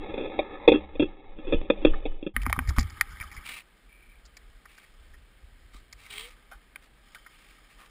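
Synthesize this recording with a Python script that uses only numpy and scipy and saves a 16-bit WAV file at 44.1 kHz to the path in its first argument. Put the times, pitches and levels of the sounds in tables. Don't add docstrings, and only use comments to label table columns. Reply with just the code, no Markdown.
import sys
import numpy as np
from scipy import signal
from scipy.fft import rfft, irfft
from scipy.io import wavfile
from scipy.ndimage import uniform_filter1d

SR = 44100
rng = np.random.default_rng(int(sys.argv[2]) if len(sys.argv) > 2 else 0)


def store_pcm(level_fs):
    pcm = np.round(np.clip(level_fs, -1, 1) * 32767).astype(np.int16)
    wavfile.write(sys.argv[1], SR, np.atleast_2d(pcm).T)


def attenuation_scalar(level_db):
    decades = np.asarray(level_db, float) / 20
    return 10 ** decades


N = 348390

CUT_S, SLOWER = 2.338, 4
CUT = round(CUT_S * SR)
TRUE_N = CUT // SLOWER + 1 + N - CUT

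# [dB, relative]
HOUSING = [(274, 220, -7.5), (807, 16, -0.5), (1244, 96, 2.5), (1387.5, 88, -4), (1565, 150, -1.5),
           (1877, 100, -0.5), (2099, 220, -0.5), (2255, 210, 0), (3084, 230, -4), (3580, 380, -8.5),
           (4300, 340, -13.5), (5110, 270, -9)]


def evened(x):
    return x / np.sqrt(np.mean(x ** 2) + 1e-20)


def speed(s):
    return np.where(np.asarray(s) < CUT_S, 1 / SLOWER, 1.)


def true_index(s):
    return int(SR * (min(s, CUT_S) / SLOWER + max(s - CUT_S, 0)))


def control(rows, column):
    rows = np.array(rows)
    points = [true_index(s) for s in rows[:, 0]]
    return np.interp(np.arange(TRUE_N), points, rows[:, column])


def add(mix, s, sound):
    part = mix[true_index(s):][:len(sound)]
    part += sound[:len(part)]


def coloured(points):
    spectrum_hz, spectrum_db = np.transpose(points)
    hz = np.fft.rfftfreq(TRUE_N, 1 / SR)
    gain = attenuation_scalar(np.interp(np.log(hz + 1), np.log(spectrum_hz), spectrum_db))
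    return evened(irfft(rfft(rng.standard_normal(TRUE_N)) * gain, TRUE_N))


def drift(ms):
    span = int(ms * SR / 2000)
    return evened(uniform_filter1d(uniform_filter1d(rng.standard_normal(TRUE_N), span), span))


def mode(hz, width, db):
    t = np.arange(3000) / SR
    return attenuation_scalar(db) * width * np.exp(-np.pi * width * t) * np.sin(2 * np.pi * hz * t)


def housing(x):
    ring = sum(mode(*row) for row in HOUSING)
    return signal.oaconvolve(x, ring)[:len(x)]


def hiss(level_db=-64.5):
    # [dB per Hz, relative]
    hiss_colour = [(59, -36.5), (100, -7.5), (385, -11.5), (1150, -19), (1380, -16.5), (1610, -13),
                   (4120, -21.5), (5900, -34.5), (7670, -55), (13000, -120)]
    return attenuation_scalar(level_db) * coloured(hiss_colour)


def wind(breeze_db=-55, gust_db=-36, rise_s=0.021, fall_db_per_s=326):
    # time_s [s, heard], level_db [dB]
    steady_air = [(0.0, -32.5), (0.64, -50), (1.25, -62.5), (1.4, -37), (2.2, -37.5), (2.4, -35.5),
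                  (2.9, -41), (3.39, -50), (3.59, -59.5), (4.5, -53), (4.8, -57.5), (5.08, -52.5),
                  (5.94, -53), (7.9, -63.5)]
    # [dB, added as power]
    buffets = [(0.72, -37.5), (1.01, -32), (1.36, -32), (1.56, -28), (1.86, -24), (1.96, -26),
               (2.482, -26.5), (2.62, -28.5), (2.71, -24), (2.819, -25)]
    # [dB per Hz, relative]
    breeze_colour = [(10, -32), (25, -4), (42, -1.5), (58, -7.5), (85, -29), (400, -57), (1000, -56)]
    gust_colour = [(10, -11.5), (30, -8.5), (60, 2.5), (95, -4.5), (140, -20), (400, -38), (1000, -58.5)]
    power = attenuation_scalar(control(steady_air, column=1)) ** 2
    t = np.arange(TRUE_N) / SR
    for s, db in buffets:
        late = t - true_index(s) / SR
        swell = np.exp(-(np.minimum(late, 0) / rise_s) ** 2)
        fall = attenuation_scalar(db - fall_db_per_s * np.maximum(late, 0)) ** 2
        power = power + fall * swell
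    level_db = 10 * np.log10(power)
    strong = np.clip((level_db - breeze_db) / (gust_db - breeze_db), 0, 1)
    rumble = np.sqrt(1 - strong) * coloured(breeze_colour) + np.sqrt(strong) * coloured(gust_colour)
    lumps_db = 2 * drift(67)
    return attenuation_scalar(level_db) * evened(rumble * attenuation_scalar(lumps_db))


def low_thumps():
    # start_s [s, heard], peak_db [dB], pitch_hz [Hz, as heard], fade_cycles [cycles]
    thumps = [(0.693, -37, 68, 9.9), (1.001, -32.5, 77, 2.2), (1.532, -29.5, 67, 3.3),
              (1.541, -15.5, 16.2, 0.71), (1.849, -29.5, 57, 3.1), (1.868, -15, 14, 0.85),
              (2.074, -20.5, 14.7, 1.1), (2.362, -25.5, 43.3, 4), (2.365, -34.5, 240, 3.7),
              (2.469, -27.5, 252, 2.2), (2.58, -22, 103, 0.16), (2.588, -29, 252, 2.8),
              (2.695, -25, 53, 0.6), (2.78, -10.5, 48.5, 0.27), (2.784, -20.5, 232, 2.1),
              (3.207, -30, 56, 0.28), (3.376, -34.5, 43, 0.29), (5.747, -46, 254, 1),
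              (5.747, -41, 41, 0.42)]
    out, t = np.zeros(TRUE_N), np.arange(6000) / SR
    for s, db, hz, cycles in thumps:
        turns = hz / speed(s) * t
        envelope = np.exp(-turns / cycles) * (1 - np.exp(-6 * turns))
        swing = np.sin(2 * np.pi * turns) * envelope
        add(out, s, attenuation_scalar(db) * swing / swing.max())
    return out


def squeak():
    # time_s [s], pitch_hz [Hz], level_db [dB]
    glide = [(6.09, 415, -68), (6.17, 413, -58.5), (6.25, 473, -57.5), (6.305, 515, -60)]
    s, hz, db = np.transpose(glide)
    t, out = np.arange(s[0], s[-1], 1 / SR), np.zeros(TRUE_N)
    phase = 2 * np.pi * np.cumsum(np.interp(t, s, hz)) / SR
    tone = np.sqrt(2) * np.sin(phase)
    fade = signal.windows.tukey(len(t), .15)
    add(out, s[0], attenuation_scalar(np.interp(t, s, db)) * tone * fade)
    return out


def skids(flutter_db=3, leak_db=-1, rise_s=0.037, fall_s=0.092):
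    # start_s [s], length_s [s], level_db [dB], centre_hz [Hz], narrowness [Q]
    sprays = [(3.433, 0.2, -42, 2700, 1.8), (3.876, 0.34, -63, 2284, 9.5), (4.662, 0.26, -61, 2580, 1.6),
              (5.715, 0.11, -56, 3530, 1.9), (5.965, 0.4, -54.5, 2730, 1.34),
              (6.091, 0.2, -41.5, 3130, 2.84), (6.81, 0.075, -55.5, 2220, 0.9),
              (7.282, 0.34, -63, 2650, 1.6), (7.684, 0.095, -56, 2260, 1.35), (7.769, 0.13, -52, 1546, 1.1)]
    out = np.zeros(TRUE_N)
    for s, length, db, hz, narrowness in sprays:
        t = np.arange(0, length, 1 / SR)
        noise, flutter = rng.standard_normal((2, SR // 2))[:, :len(t)]
        turn = np.exp(2j * np.pi * hz * t)
        pole = np.exp(-np.pi * hz / narrowness / SR)
        spray = (turn * signal.lfilter([1], np.poly([pole, pole]), noise / turn)).real
        airborne = attenuation_scalar(leak_db) * evened(np.gradient(spray))
        spray = evened(housing(spray)) + airborne
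        level_db = db + flutter_db * evened(uniform_filter1d(flutter, size=250))
        edges = np.clip(np.minimum(t / rise_s, (length - t) / fall_s), 0, 1)
        add(out, s, attenuation_scalar(level_db) * evened(spray) * edges)
    return out


def knocks(sharpness=1.127, focus=0.67, tail_db=-24, tail_ms=11, strike=10, crack_hz=4950,
           rise_ms=0.8, broad_db=-14):
    # start_s [s, heard], peak_db [dB, without crack],
    # centre_hz [Hz, as heard], rattle_ms [ms at true speed], crack_db [dB relative to the blow's peak]
    blows = [(0.135, -23, 544, 3.2, -63), (0.173, -22.5, 460, 4.3, -14), (0.19, -24, 400, 12.7, -53),
             (0.216, -26, 406, 11.6, -34.5), (0.242, -29, 504, 15, -40), (0.293, -28.5, 480, 3.1, -32),
             (0.336, -33, 301.8, 10, -41), (0.387, -12, 600, 3.75, -21), (0.675, -1, 517, 2.8, -52.5),
             (0.684, -5.5, 586, 2.4, -45.5), (0.714, -5, 445, 3.4, -36), (0.731, -12.5, 327, 6.1, -48.5),
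             (0.951, -31, 466, 1.9, -22), (0.994, -11, 406, 2.95, -25.5), (1.016, -14, 311, 5.2, -49),
             (1.383, -32.5, 272.2, 3.9, -15), (1.466, -28, 415, 15, -47), (1.521, -14, 420, 3.4, -13),
             (1.534, -15.5, 300, 4, -28), (1.611, -29.5, 483, 1.2, -7.5), (1.698, -6.5, 430, 2.26, -11),
             (1.811, -30, 319, 13, -44), (1.846, -3, 410, 2.58, -17), (1.862, -17, 290, 3.9, -11.5),
             (1.932, -44.5, 1230, 4.9, 14.5), (2.051, -20.5, 484, 3.2, -37.5),
             (2.224, -25.5, 280, 2.2, -55.5), (2.262, -16.5, 320, 3.2, -24), (2.364, -11, 1750, 2.7, -24),
             (2.417, -31, 2650, 11, -12), (2.432, -31.5, 2155, 3.9, -7), (2.454, -32, 2200, 10, -22),
             (2.464, -14, 1270, 2, -16.5), (2.497, -19.5, 2000, 1.6, -15), (2.499, -28.5, 840, 8.6, -30),
             (2.527, -10, 1720, 2.6, -14.5), (2.545, -39, 1180, 35, -33), (2.561, -25.5, 1220, 6.5, -29),
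             (2.59, -11, 1550, 2.9, -46), (2.623, -39, 1010, 5.1, -28), (2.673, -35, 1970, 20, -3.5),
             (2.688, -33, 1950, 11, 5), (2.704, -29, 1160, 6.8, -22), (2.763, -32, 1320, 17, -27),
             (2.778, -28.5, 1310, 4.7, -30), (2.784, -11.5, 1477, 1.3, -9), (2.79, -27.5, 1840, 7.9, 6),
             (2.804, -32.5, 1970, 11, 3.5), (2.828, -37.5, 2010, 6.8, 3), (2.899, -40, 1700, 8, 0),
             (3.01, -5, 2105, 3.8, -11), (3.072, -43.5, 2100, 3.5, -20), (3.104, -43, 1500, 40, -5.5),
             (3.17, -40, 2000, 12, -17), (3.2, -28, 2200, 3.3, -13), (3.208, -27.5, 2100, 15, -15),
             (3.226, -28, 2000, 2.3, -16), (3.232, -36, 1300, 12, -7), (3.314, -37, 2200, 23, -10),
             (3.341, -41, 1300, 25, -4), (3.364, -36, 2130, 22, -7), (4.252, -58, 1380, 18, 11.5),
             (4.368, -41.5, 2220, 7.9, 2), (4.654, -40.5, 1630, 6.5, -8), (4.777, -41, 1600, 8.4, -6.5),
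             (4.838, -47, 2090, 11, -11.5), (5.136, -49, 1790, 22, -11), (5.739, -51.5, 1260, 48, -17.5),
             (5.926, -38.5, 2340, 8, 4), (6.513, -41, 820, 14, -26.5), (6.513, -37, 1500, 31, -36),
             (6.758, -30, 2260, 4.9, -12.5), (7.147, -35, 3150, 7.3, -9.5), (7.151, -41, 1520, 21.4, -30),
             (7.262, -39, 1720, 9.3, -14)]
    out, t = np.zeros(TRUE_N), np.arange(4000) / SR
    t_ms = 1000 * t
    thin = signal.butter(2, 800, "high", fs=SR)
    crack_band = signal.iirpeak(crack_hz, 5, SR)
    noises = rng.standard_normal((len(blows), len(t)))
    for (s, db, hz, ms, crack_db), noise in zip(blows, noises):
        rattle = noise * (np.exp(-(t_ms / ms) ** 2.6) + attenuation_scalar(tail_db) * np.exp(-t_ms / tail_ms))
        lumps_db = 2.2 * evened(uniform_filter1d(noise[::-1], 90))
        rattle = rattle * attenuation_scalar(lumps_db)
        rattle = rattle * np.minimum(t_ms / rise_ms, 1) ** 2
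        rattle[int(rise_ms * SR / 1000)] += strike / ms
        colour = signal.iirpeak(hz / speed(s), sharpness * (ms / 4) ** focus, SR)
        focused = signal.lfilter(*colour, signal.lfilter(*colour, rattle))
        broad = attenuation_scalar(broad_db) * signal.lfilter(*thin, rattle)
        blow = housing(focused + broad)
        crack = signal.lfilter(*crack_band, rattle)
        blow = blow / abs(blow).max()
        crack = crack / abs(crack).max()
        add(out, s, attenuation_scalar(db) * (blow + attenuation_scalar(crack_db) * crack))
    return out


def scrape(grains_per_s=9000, spread_db=1.5, streak_db=2, streak_ms=13, treble_hz=2650):
    # [dB, treble over rest]
    ride = [(0.0, -39, -6), (0.31, -39, -6), (0.6, -42, 0), (1.08, -53.5, -3), (1.34, -54, -3),
            (1.5, -40.5, -11), (1.72, -48.5, -7), (1.96, -43.5, -9.5), (2.2, -55.5, -6), (2.42, -50, -17),
            (2.64, -52.5, -11), (2.85, -51.5, -9), (3.43, -52, -9.5), (3.61, -69.5, -6), (5.04, -65.5, -3),
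            (5.32, -69.5, -3.5), (6.0, -67, -3), (6.14, -59.5, -6), (6.9, -71.5, -6.5), (7.13, -60.5, -1.5),
            (7.9, -64, -3)]
    grains = (rng.random(TRUE_N) < grains_per_s / SR) * rng.choice([-1, 1], TRUE_N)
    grains = grains * attenuation_scalar(spread_db * np.minimum(rng.exponential(1, TRUE_N), 5))
    grains = grains * attenuation_scalar(1.2 * drift(6))
    low, high = np.zeros((2, TRUE_N))
    for k, row in enumerate(HOUSING):
        drive = (-1) ** k * grains * attenuation_scalar(streak_db * drift(streak_ms))
        band = high if row[0] > treble_hz else low
        band += signal.oaconvolve(drive, mode(*row))[:TRUE_N]
    bite = attenuation_scalar(control(ride, column=2))
    blend = (evened(low) + bite * evened(high)) / np.sqrt(1 + bite ** 2)
    return attenuation_scalar(control(ride, column=1)) * blend


def scene():
    slope = hiss() + wind() + low_thumps() + squeak() + skids() + knocks() + scrape()
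    first = TRUE_N - (N - CUT)
    slowed = signal.resample_poly(slope[:first], SLOWER, 1)[:CUT]
    return np.r_[slowed, slope[first:]][None]


def held(x, slower, edge_hz=15400):
    steps = np.repeat(signal.resample_poly(x, 40, 147 * slower), 4)
    top_cut = signal.firwin(121, edge_hz, window=("kaiser", 8), fs=48000)
    steps = signal.oaconvolve(steps, top_cut, "same")
    return signal.resample_poly(steps, 147 * slower, 160)[:len(x)]


def band_limit(x):
    return signal.sosfilt(signal.butter(12, 16500, fs=SR, output="sos"), x)


def record(dry):
    t = np.arange(N) / SR
    fade = np.clip(np.maximum((CUT_S - t) / 0.098, (t - CUT_S) / 0.02), 0, 1)
    x = fade * np.r_[held(dry[0, :CUT], SLOWER), held(dry[0, CUT:], 1)]
    x = signal.sosfilt(signal.butter(1, 14, "high", fs=SR, output="sos"), x)
    x = 1.7 * np.tanh(x / 1.7)
    return band_limit(x[None])


dry = scene()
out = record(dry)
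store_pcm(out)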